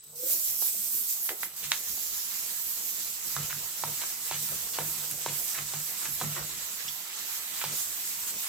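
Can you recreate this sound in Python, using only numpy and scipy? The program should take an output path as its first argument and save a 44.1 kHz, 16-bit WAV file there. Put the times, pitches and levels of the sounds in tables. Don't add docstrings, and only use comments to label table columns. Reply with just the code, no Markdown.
import sys
import numpy as np
from scipy import signal
from scipy.fft import rfft, irfft, next_fast_len
from scipy.io import wavfile
from scipy.ndimage import uniform_filter1d, map_coordinates

SR = 44100
rng = np.random.default_rng(int(sys.argv[2]) if len(sys.argv) > 2 else 0)


def generate_wav(signal):
    frames = np.transpose(np.atleast_2d(signal))
    scaled = np.clip(frames, -1, 1) * 32767
    pcm = np.round(scaled).astype(np.int16)
    wavfile.write(sys.argv[1], SR, pcm)


def magnitude_from_level(level_db):
    exponent = np.asarray(level_db, float) / 20
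    return 10 ** exponent


N = 373968

# start_s, peak_db, knock_hz, snap_db (against the knock), width (share of knock_hz)
CATCHES = [(0.622, -33.5, 890, -7, 0.83), (1.291, -17, 2170, -23, 2), (1.431, -20.5, 1780, -23, 0.63),
           (1.717, -15, 2110, 3.5, 1.1), (1.724, -32, 2500, 0, .9), (3.364, -23, 1300, -4, 0.4),
           (3.37, -32, 1300, -9, 0.54), (3.507, -40, 2280, -3, 1), (3.527, -28, 1520, -9, 0.16),
           (3.836, -22.5, 960, -12, 0.28), (4.036, -34, 1110, -9, 0.64), (4.311, -27.5, 870, 0.5, 0.44),
           (4.314, -45, 770, -14, .5), (4.322, -28, 2300, -12, 0.54), (4.342, -28, 3500, -3, .9),
           (4.786, -22.5, 900, -10, 0.96), (4.794, -41, 1000, 6, 0.95), (5.261, -22.5, 830, -6, 0.8),
           (5.736, -32, 950, 3, 0.98), (6.212, -24, 1140, -10, .6), (6.216, -25.5, 1040, -10, 0.79),
           (6.22, -32, 910, 2.5, 1.2), (7.614, -25.5, 2180, -6, 1.1), (7.626, -38, 2200, -14, .4),
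           (7.639, -26, 970, 0, 0.47), (3.838, -29, 2000, -6, .6), (4.313, -28, 2300, -8, .7),
           (4.787, -29, 2300, -6, 0.89), (5.262, -29, 2200, -6, 0.9)]
# pitch_hz, level_db
HOLLOW_TONES = [(147.9, 2.5), (170.4, -10), (105.2, -8.5), (214, -14)]
# start_s, peak_db, length_s
HOLLOW_HUMS = [(0.08, -64.5, 0.21), (1.659, -53, 0.082), (3.378, -39, 0.099), (3.543, -45.5, 0.084),
               (3.846, -44, 0.094), (4.321, -47.5, 0.14), (4.506, -46, 0.046), (4.797, -43, 0.11),
               (4.982, -54, 0.11), (5.128, -44.5, 0.05), (5.275, -43.5, 0.1), (5.594, -47, 0.087),
               (5.749, -44, 0.078), (6.081, -48, 0.08), (6.228, -37.5, 0.12), (6.384, -43, 0.1),
               (6.845, -57, 0.078), (7.655, -45.5, 0.092)]
# time_s, left_over_right_db, left_lag_samples, hiss_pitch_percent
PAD_PLACE = [(0, 0.5, 3, 5), (.6, -0.2, -3.5, 0), (.8, -1, -1.5, 6), (1.2, 0, 4.5, 1.5), (1.7, -1.5, 3, 0),
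             (2.2, -1, 11, -10), (2.5, -2.5, 4.5, 1), (2.8, -1, 5, -3), (3.1, -2, 11.5, -3),
             (3.4, -2, 0.5, -2), (4.5, -1, 2.5, 2.5), (5.3, -2, -0.5, 2), (6.3, -1.5, 1.5, 1.5),
             (6.9, -2.5, 7.5, -6), (7.3, -2, 7.5, -3), (7.6, -2, 2.5, 3), (8, 0.2, -3.5, 2),
             (8.48, -0.5, 4, 2)]


def unit(x):
    return x / np.sqrt(np.mean(x ** 2) + 1e-20)


def peak(x):
    return x / np.abs(x).max()


def along(points, hz):
    f, v = np.transpose(points)
    return np.interp(np.log(hz + 1), np.log(f + 1), v)


def curves(rows):
    s, *cols = np.transpose(rows)
    return [np.interp(np.arange(N) / SR, s, c) for c in cols]


def wobble(rate):
    coarse = np.arange(0, N + 8, 8)
    knots = rng.standard_normal(int(N * rate / SR) + 4)
    return np.interp(np.arange(N), coarse, map_coordinates(knots, [coarse * rate / SR]))


def filtered(x, response):
    m = next_fast_len(x.shape[-1] + 8192)
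    return irfft(rfft(x, m) * response(np.fft.rfftfreq(m, 1 / SR)), m)[..., :x.shape[-1]]


def resonance(f, hz, width):
    return 1j * f * width / (hz * hz - f * f + 1j * f * width)


def lagged(x, lag):
    left = map_coordinates(x, [np.arange(len(x)) - lag]) if np.any(lag) else x
    return np.array([left, x])


def rush(spectrum, alike, lag, patchy_db, grit_db, shift=None):
    grains = rng.standard_normal((3, N)) * magnitude_from_level(grit_db * wobble(900))
    alike = np.clip(alike, 0, 1)
    pair = np.sqrt(alike) * lagged(grains[0], lag) + np.sqrt(1 - alike) * grains[1:]
    z = signal.stft(pair, nperseg=512)[2]
    patches = uniform_filter1d(rng.standard_normal(z.shape[1:]), 8, 0)
    gain_db = patchy_db * unit(uniform_filter1d(patches, 8, 1))
    if shift is not None:
        hz = np.fft.rfftfreq(512, 1 / SR)[:, None]
        stretch = 1 + shift[np.minimum(np.arange(z.shape[2]) * 256, N - 1)] / 100
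        gain_db = gain_db + along(spectrum, hz / stretch) - along(spectrum, hz)
    pair = signal.istft(z * magnitude_from_level(gain_db), nperseg=512)[1][:, :N]
    return unit(filtered(pair, lambda hz: magnitude_from_level(along(spectrum, hz))))


def swells(rows):
    t = np.arange(N) / SR
    out = np.zeros(N)
    for s, db, rise, fall in rows:
        near = slice(max(round((s - 3 * rise) * SR), 0), round((s + 4 * fall) * SR))
        u = t[near] - s
        out[near] += magnitude_from_level(2 * db) * np.where(u < 0, np.exp(-(u / rise) ** 2), np.exp(-2 * u / fall))
    return out


def shop(x):
    # pitch_hz, time_to_fall_60_db_s
    echo_times = [(200, 0.57), (1000, 0.23), (4000, 0.25), (12000, 0.14)]
    hz, t, z = signal.stft(rng.standard_normal((2, SR // 6)), SR, nperseg=128)
    fading = z * magnitude_from_level(-60 * t / along(echo_times, hz)[:, None])
    tail = signal.istft(fading, SR, nperseg=128)[1]
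    return signal.fftconvolve(np.pad(x, (70, 0))[None], tail / np.linalg.norm(tail[0]), axes=1)


def ringing(x):
    # pitch_hz, width_hz, level_db
    wall_tones = [(218.6, 3.7, 0), (355, 64, 3), (479, 1.03, 9), (762, 16, -6.5), (917, 39, -2),
                  (1335, 7.6, 1.5), (1690, 9.7, 0), (2040, 16, 0), (3000, 25, -8), (3890, 16, 0.5)]
    return filtered(x, lambda f: 1 + sum(magnitude_from_level(g) * resonance(f, c, w) for c, w, g in wall_tones))


def leaning(column):
    # time_s, scrape_db, body_db, length_s
    tilts = [(0.525, 6, 3.5, .05), (.68, 7, 0, .03), (1.1, -4, -6, 0.045), (1.3, -5, 0, .04),
             (2.3, 3.5, -2, .18), (2.567, -1.5, 0, .04), (3.416, 4.5, -0.5, 0.06), (3.62, 0, -2, .07),
             (3.72, -2, -3, 0.044), (4.197, -0.5, -1.5, 0.064), (4.42, -5, 4, 0.033), (4.724, -6, 3, 0.03),
             (4.987, 1, 2, 0.053), (5.172, -2.5, -1, 0.028), (5.65, -2, -4, 0.042), (5.83, -3, -7, 0.044),
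             (6.13, -5, -1, 0.036), (6.67, -0.5, 1, .1), (7.117, 3, -1, 0.037), (7.74, 0, 5, .05),
             (7.922, 1, -2, .03), (8.367, 1, 5, 0.047)]
    t = np.arange(0, N, 64) / SR
    tilt_db = sum(db[column] * np.exp(-((t - s) / length) ** 2) for s, *db, length in tilts)
    return np.interp(np.arange(N) / SR, t, tilt_db)


def room_air():
    # pitch_hz, level_db (per Hz)
    air_colour = [(1000, -30), (2000, -10), (3200, -2), (4500, 0), (6500, 0), (9500, -3), (12000, -10),
                  (16000, -16)]
    return magnitude_from_level(-62.5) * rush(air_colour, 0.088, 0, patchy_db=3.5, grit_db=1.0)


def shaken():
    # start_s, peak_db, length_s
    thuds = [
        (0.503, -59, 0.071),
        (1.932, -52, 0.17),
    ]
    # level_db (against the hum), rise_s, fall_s
    shake = [
        (-13.5, 0.042, 0.17),
        (-10.5, 0.016, 0.07),
        (-12, 0.068, 0.1),
    ]
    rest_levels_db = (-70, -60.5, -74)
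    after = [swells([(s + rise, db + g, rise, fall) for s, db, _ in HOLLOW_HUMS])
             for g, rise, fall in shake]
    after[0] = after[0] + swells([(s, db, .04, length) for s, db, length in thuds])
    return [np.sqrt(magnitude_from_level(2 * rest_db) + power) for rest_db, power in zip(rest_levels_db, after)]


def frame():
    # pitch_hz, level_db (per Hz)
    rumble_colour = [(15, -41), (25, -3), (59, -2), (80, -8.5), (97, -10), (130, -16), (170, -35),
                     (290, -120)]
    # pitch_hz, level_db (per Hz)
    body_colour = [(71, -41), (120, -6.5), (220, 0.5), (242, -9.5), (286, -5), (389, -11.5), (485, -1),
                   (545, -5.5), (693, -3), (840, -11), (1200, -8.5), (1560, -8.5), (2640, -120)]
    spin_up_s = 0.058
    belly_from_s, belly_to_s, belly_db = 3.23, 6.8, 3.5
    t = np.arange(N) / SR
    rumble_gain, body_gain, hum_gain = shaken()

    rumble = rumble_gain * magnitude_from_level(3.1 * wobble(7.4))
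    rumble = rumble * rush(rumble_colour, 0.62, 0, patchy_db=2.5, grit_db=-0.5)

    on_belly = np.clip(np.minimum(t - belly_from_s, belly_to_s - t) / 0.1, 0, 1)
    body_gain = body_gain * (1 - np.exp(-t / spin_up_s)) * magnitude_from_level(belly_db * on_belly + leaning(1))
    body = unit(ringing(rush(body_colour, 0.38, 0, patchy_db=3.5, grit_db=-0.5)))
    body = body_gain * magnitude_from_level(0.62 * wobble(15)) * body

    hum = np.sin(2 * np.pi * HOLLOW_TONES[0][0] * t + 2.0 * wobble(9))
    hum = hum_gain * magnitude_from_level(2.2 * wobble(5.9)) * hum
    return rumble + body + hum * magnitude_from_level([[-1.3], [1.3]])


def drive():
    # pitch_hz, level_db (per Hz)
    drive_colour = [(400, -60), (800, -45), (1500, -18), (3000, -16), (6000, -29), (7600, -14), (8000, 12),
                    (8500, 5), (9300, -20), (12000, -20), (15900, -13)]
    # level_db of the centre, the lower side and the upper side
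    whistle_db = [-60.5, -63.5, -69]
    # pitch_hz, level_db
    buzz_tones = [(3885, -68), (4010, -74)]
    whistle_hz, waver_db, waver_rad, waver_per_s = 8000, 2.5, .45, 6.3
    side_hz, side_start_hz, side_rise_s = 77, 44, .35
    t = np.arange(N) / SR
    noise = magnitude_from_level(-58.0) * rush(drive_colour, 0.3, 0, patchy_db=-4.5, grit_db=6)
    distance_hz = side_hz - (side_hz - side_start_hz) * np.exp(-t / side_rise_s)
    beat = 2 * np.pi * np.cumsum(distance_hz) / SR
    carrier = 2 * np.pi * whistle_hz * t
    whistle = np.zeros(N)
    for side, db in zip((0, -1, 1), whistle_db):
        gain = magnitude_from_level(db + 7.0 + waver_db * wobble(waver_per_s))
        whistle += gain * np.sin(carrier + side * beat + waver_rad * wobble(waver_per_s))
    for hz, db in buzz_tones:
        whistle += magnitude_from_level(db + 3.5 * wobble(12)) * np.sin(2 * np.pi * hz * t + 1.3 * wobble(14))
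    return noise + whistle * magnitude_from_level([[1.5], [-6]])


def motor_whine():
    # pitch_hz, width_hz, level_db
    housing = (511, 29, -39.5)
    start_hz, rise_hz_per_s, end_s, grows_db_per_s = 403, 450, 0.55, 4
    off_peak = 0.053
    t = np.arange(N) / SR
    whine_hz = start_hz + rise_hz_per_s * t
    passing = np.abs(resonance(whine_hz, *housing[:2])) ** 2 + off_peak * np.clip(t / .3, 0, 1) ** 2
    passing = passing * np.clip((end_s - t) / 0.068, 0, 1)
    throb_db = 5.3 * np.sin(2 * np.pi * 29 * t + 2.7)
    gain = passing * magnitude_from_level(housing[2] + grows_db_per_s * (t - 1.0) + throb_db)
    return gain * np.sin(2 * np.pi * np.cumsum(whine_hz) / SR) * magnitude_from_level([[-4], [3]])


def hollow():
    out, t = np.zeros(N + SR), np.arange(SR // 2) / SR
    for s, db, length in HOLLOW_HUMS:
        swell = (1 - np.exp(-t / 0.024)) * np.exp(-(t / length) ** 3)
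        hum = sum(magnitude_from_level(g) * np.sin(2 * np.pi * c * rng.normal(1, 0.017) * t) for c, g in HOLLOW_TONES)
        out[round((s - .019) * SR):][:len(t)] += magnitude_from_level(db + 0.5) * swell * hum
    return out[:N] * magnitude_from_level([[-2.2], [2.2]])


def chirps():
    # start_s, from_hz, to_hz, level_db, length_s
    squeaks = [
        (6.879, 2480, 3450, -36, 0.02),
        (6.879, 4700, 5800, -36, 0.017),
        (5.111, 12000, 9800, -31.5, 0.0059),
    ]
    out = np.zeros(N)
    for s, from_hz, to_hz, db, length in squeaks:
        u = np.linspace(0, 1, round(length * SR))
        jitter = .09 * np.interp(u, np.linspace(0, 1, 9), rng.standard_normal(9))
        glide = 2 * np.pi * np.cumsum(from_hz + (to_hz - from_hz) * np.tanh(3 * u)) / SR
        squeak = np.sqrt(u) * (1 - u) * np.sin(glide + 22 * jitter)
        out[round(s * SR):][:len(u)] += magnitude_from_level(db + 9.5) * squeak
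    return out * magnitude_from_level([[-2], [2]]) + magnitude_from_level(-8) * shop(out)[:, :N]


def rubs():
    # time_s, peak_db, pitch_hz, length_s
    soft_rubs = [(1.262, -47, 1400, .015), (1.393, -41, 3800, .008), (1.564, -30, 11000, .003),
                 (5.112, -20, 12000, .003), (5.112, -31, 2100, 0.0057), (1.642, -28, 3000, 0.011),
                 (3.74, -32, 3800, .008), (3.507, -29, 2120, 0.011), (4.018, -24, 3300, .006),
                 (4.023, -33, 1210, 0.021), (4.334, -26, 3000, 0.017), (4.49, -33, 1450, 0.0072),
                 (4.745, -23.5, 3830, 0.011), (4.769, -31, 1900, 0.008), (4.807, -32, 1500, 0.013),
                 (5.287, -26.5, 2800, 0.015), (5.555, -31.5, 1650, 0.015), (5.586, -25, 1660, 0.0057),
                 (5.717, -33.5, 1280, 0.012), (5.74, -29.5, 1500, 0.011), (6.031, -36.5, 1050, 0.014),
                 (6.057, -29, 1500, 0.0064), (6.205, -24, 3500, 0.0067), (6.245, -34.5, 1100, .008),
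                 (6.372, -28, 1200, 0.013), (7.617, -26, 2200, 0.01), (7.651, -26, 3000, 0.01),
                 (7.691, -33, 2600, 0.026), (8.456, -44, 1000, 0.012)]
    out, t = np.zeros((2, N + SR)), np.arange(4096) / SR - .045
    pans, lags, _ = curves(PAD_PLACE)
    for s, db, hz, length in soft_rubs:
        slips = rng.standard_normal(len(t)) ** 3 * np.exp(-(t / length) ** 2)
        colour = lambda f: resonance(f, hz, 1.1 * hz) * resonance(f, hz, 3 * hz)
        rub = magnitude_from_level(db) * ringing(peak(filtered(slips, colour)))
        at = round((s + t[0]) * SR)
        side = magnitude_from_level([[pans[at] / 2], [-pans[at] / 2]])
        out[:, at:at + len(t)] += side * lagged(rub, lags[at])
        tail = magnitude_from_level(-2) * side * shop(rub)
        out[:, at:at + tail.shape[1]] += tail
    return out[:, :N]


def ticks():
    # start_s, peak_db, knock_hz
    bumps = [
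        (0.234, -47, 345),
        (.35, -53.5, 350),
        (.94, -56, 300),
        (1.305, -38, 557),
        (1.9, -55, 197),
        (1.975, -48.5, 790),
    ]
    # pitch_hz, width_hz, level_db
    snap_tones = [(2040, 2300, 6), (3900, 630, 14.5), (6900, 2800, 11)]
    rows = [(*catch, -19.5) for catch in CATCHES]
    rows += [(*bump, -40, 0.36, -4.5) for bump in bumps]
    out, t = np.zeros((2, N + SR)), np.arange(2048) / SR
    pans, lags, _ = curves(PAD_PLACE)

    def snap(f):
        tones = sum((-1) ** k * magnitude_from_level(g) * resonance(f, c, w) for k, (c, w, g) in enumerate(snap_tones))
        return tones * resonance(f, 4000, 6000) / (1 + 1j * f / 9000) ** 2

    for s, db, hz, snap_db, width, scuff_db in rows:
        soft = lambda f: resonance(f, hz, width * hz) * resonance(f, hz, 2 * hz) / (1 + 1j * f / hz)
        blow = 1. * (np.arange(len(t)) == 8)
        blow[rng.integers(20, 160, size=4)] = rng.uniform(-.15, .15, size=4)
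        slips = rng.standard_normal(len(t)) ** 3 * np.exp(-t / 0.017) * (t > .003)
        knock, scuff = (peak(filtered(x, soft)) + magnitude_from_level(snap_db + 3) * peak(filtered(x, snap))
                        for x in (blow, slips))
        knock = magnitude_from_level(db + 2) * ringing(knock + magnitude_from_level(scuff_db) * scuff)
        at = round((s + .0017 - .8 / hz) * SR)
        side = magnitude_from_level([[pans[at] / 2 - .4], [.4 - pans[at] / 2]])
        out[:, at:at + len(t)] += side * lagged(knock, lags[at])
        tail = magnitude_from_level(-11.5) * side * shop(knock)
        out[:, at:at + tail.shape[1]] += tail + .5 * tail[::-1]
    return out[:, :N]


def hand_on_vase():
    # time_s, pressure_db, sharp_grit_db, runout_felt_db, ridges_felt_db
    hand = [(0, -74, -8, 4, -11), (.04, -57, 2, -2, 3), (.14, -56, 7, 0.5, -0.5),
            (.27, -36.5, 6.5, -1, 2.5), (.6, -38.5, 8, 0, 0), (1.2, -39.5, 4, -0.5, 1),
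            (1.6, -41.5, 1, -1, 1.5), (2.0, -39, 3.5, 0.5, 0.2), (2.7, -39, 2.5, -0.5, 0),
            (3.2, -41, 2, 1, 0.1), (3.9, -38.5, 1.5, -0.5, 0.5), (4.6, -38.5, 1.5, 1.5, 0.9),
            (5.6, -39, 1.5, 0.5, 0.4), (6.3, -39.5, 0.5, -0.5, 0.6), (6.8, -41.5, 0, 0, 0),
            (7.4, -41, -0.5, 0.5, -0.5), (7.9, -39.5, 1.5, 1.5, 0.8), (8.48, -40.5, 1, -1.5, -0.5)]
    # time_s, change_db, length_s, more_for_sharp_grit_db
    jolts = [(0.327, 0.5, 0.018, 3), (0.47, 1.5, .03, 0), (0.652, 3.5, 0.048, 1), (0.798, 1, 0.11, -2),
             (0.545, -1.5, 0.034, -0.5), (0.995, 0.5, 0.076, 4), (1.112, 3, 0.035, 1),
             (1.252, -2, 0.039, 6.5), (1.37, -8, 0.047, 6), (1.52, -8.5, 0.061, 4.5), (1.651, 4, 0.02, -5),
             (1.924, 0.5, .05, 1), (2.536, -1, 0.034, 0.5), (2.686, -1, 0.097, 3), (2.884, 1.5, 0.037, 3),
             (3.31, 2.5, 0.099, 0), (3.683, -2.5, 0.096, 1), (4.12, -1.5, .03, 1.5), (4.176, -3, 0.038, 0),
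             (4.323, -1, 0.027, -6), (4.447, 0.5, .06, 0), (5.275, 0.5, 0.05, -7), (5.425, 0, 0.1, 3.5),
             (5.665, -1, 0.085, -3), (5.912, -0.5, 0.046, 4), (6.036, 1.8, .04, -2), (6.13, -1, .04, 4.5),
             (6.545, -0.5, 0.062, -3), (6.953, -1, 0.071, 4), (7.073, -4, 0.057, 1), (7.344, 0, 0.064, 5),
             (7.79, 2.5, 0.069, 2), (8.118, 1.5, 0.04, 1.5), (8.29, 5, 0.023, -3), (8.422, 1.5, 0.044, 4),
             (0.128, 0, .02, -1), (0.368, -1, .03, 0.5), (1.447, -1.5, 0.028, 6.5), (7.602, 2.5, .04, 0),
             (7.724, 0, .04, -2), (7.87, -1, .04, -2), (7.94, -0.5, .03, 0), (8.235, 1.5, .015, -2),
             (4.9, -1, .06, 2.5), (0.524, 2, 0.027, 0), (0.875, 1, .025, 1), (5.498, 1.5, 0.035, -5),
             (5.962, 1, .03, -2), (3.77, -0.5, .03, -1), (5.057, 0.5, 0.045, -4)]
    # start_s, hiss_bite_db, sharp_grit_bite_db, settling_s
    landings = [
        (.037, 2, 12, .008),
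        (.156, 5, 4, .04),
        (1.258, 2, 1, .03),
        (1.564, 4, 7, .015),
        (1.636, 2.5, 0, .02),
        (4.835, 0.5, -1, .05),
    ]
    turn_s = .4748
    high_s, fine_high_s, oval_s, ridge_s = 3.5, 3.49, 3.49, .32
    oval, fine_swing_share = 0.69, 1.46
    press_db, sharp_db, runout_db, ridge_db = curves(hand)
    t = np.arange(N) / SR
    turn = lambda times, s: np.cos(2 * np.pi * times * (t - s) / turn_s)

    slow = t[::64]
    jolted = sum(np.outer((db, more_db), np.exp(-np.abs((slow - s) / length) ** 3))
                 for s, db, length, more_db in jolts)
    jolt_db, bite_db = (np.interp(t, slow, j) for j in jolted)
    landed = sum(np.outer(db, (t > s) * np.exp(-np.abs(t - s) / fall)) for s, *db, fall in landings)

    bumpy = ridge_db * turn(3, ridge_s) + jolt_db
    swing = bumpy + runout_db * turn(1, high_s) + landed[0]
    wobbling = turn(0.96, fine_high_s) + oval * turn(2.4, oval_s)
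    fine_swing = bumpy + landed[1] + bite_db + fine_swing_share * runout_db * wobbling
    return press_db, sharp_db, swing, fine_swing


def pad():
    # pitch_hz, level_db (per Hz)
    hiss_colour = [(1470, -22.5), (2500, -11.5), (2750, -13), (3070, -10), (4040, -6), (6010, 0.5),
                   (8010, 3.5), (9420, -7), (10500, -3.5), (13600, -6), (22000, -16.5)]
    # pitch_hz, level_db (per Hz)
    sizzle_colour = [(5300, -33), (9000, -14.5), (9500, -12), (10600, -5.5), (12400, 0.5), (14000, -2),
                     (15100, 0), (15700, -11), (16000, -2.5)]
    # pitch_hz, level_db (per Hz)
    scrape_colour = [(470, -19.5), (800, -8), (1030, -5), (1260, -3.5), (1530, -5), (1680, -3), (2740, -2),
                     (4000, -2), (5200, -4.5), (8800, -120)]
    scrape_db, dulling, scrape_swing = -6.5, 2.29, .6
    drag_db, drag_lead_s, drag_s = -27, .002, 0.02
    press_db, sharp_db, swing, fine_swing = hand_on_vase()
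    pan_db, lag, shift = curves(PAD_PLACE)
    flutter = 0.56 * wobble(18) + 0.3 * wobble(65)

    hiss = rush(hiss_colour, 0.046, lag, patchy_db=1.36, grit_db=0.88, shift=shift)
    hiss = magnitude_from_level(press_db + swing + flutter) * hiss

    sizzle = rush(sizzle_colour, 0.088, lag, patchy_db=1.5, grit_db=0.5)
    sizzle = magnitude_from_level(press_db + sharp_db + fine_swing + 0.72 * flutter) * sizzle

    drag = swells([(s, db + drag_db, drag_lead_s, drag_s) for s, db, *_ in CATCHES])
    steady_db = press_db + scrape_db - dulling * sharp_db + scrape_swing * swing + leaning(0)
    scrape_gain = np.sqrt(magnitude_from_level(2 * steady_db) + drag) * magnitude_from_level(1.4 * flutter + wobble(25))
    scrape = unit(ringing(rush(scrape_colour, 0.18, lag, patchy_db=1.5, grit_db=0.5)))
    return magnitude_from_level(2.5 + np.array([pan_db, -pan_db]) / 2) * (hiss + sizzle + scrape_gain * scrape)


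def scene():
    lathe = room_air() + frame() + drive() + motor_whine()
    return lathe + hollow() + chirps() + rubs() + ticks() + pad()


def low_pass(x):
    return signal.sosfilt(signal.butter(12, 15882, fs=SR, output="sos"), x)


def record(dry):
    # pitch_hz, left_over_right_db
    port_colour = [(100, 0), (300, 5), (700, -3), (2400, -0.5), (8000, -1.5), (15000, -5.5)]
    top_hz, low_hz = 15870, 48
    held = dry / (1 + np.abs(dry / 1.1) ** 6) ** (1 / 6)

    def port(hz):
        colour = magnitude_from_level(along(port_colour, hz) * [[.5], [-.5]])
        return colour * (hz < top_hz) / (1 + (low_hz / (hz + 1)) ** 6)

    return low_pass(filtered(held, port))


dry = scene()
out = record(dry)
generate_wav(out)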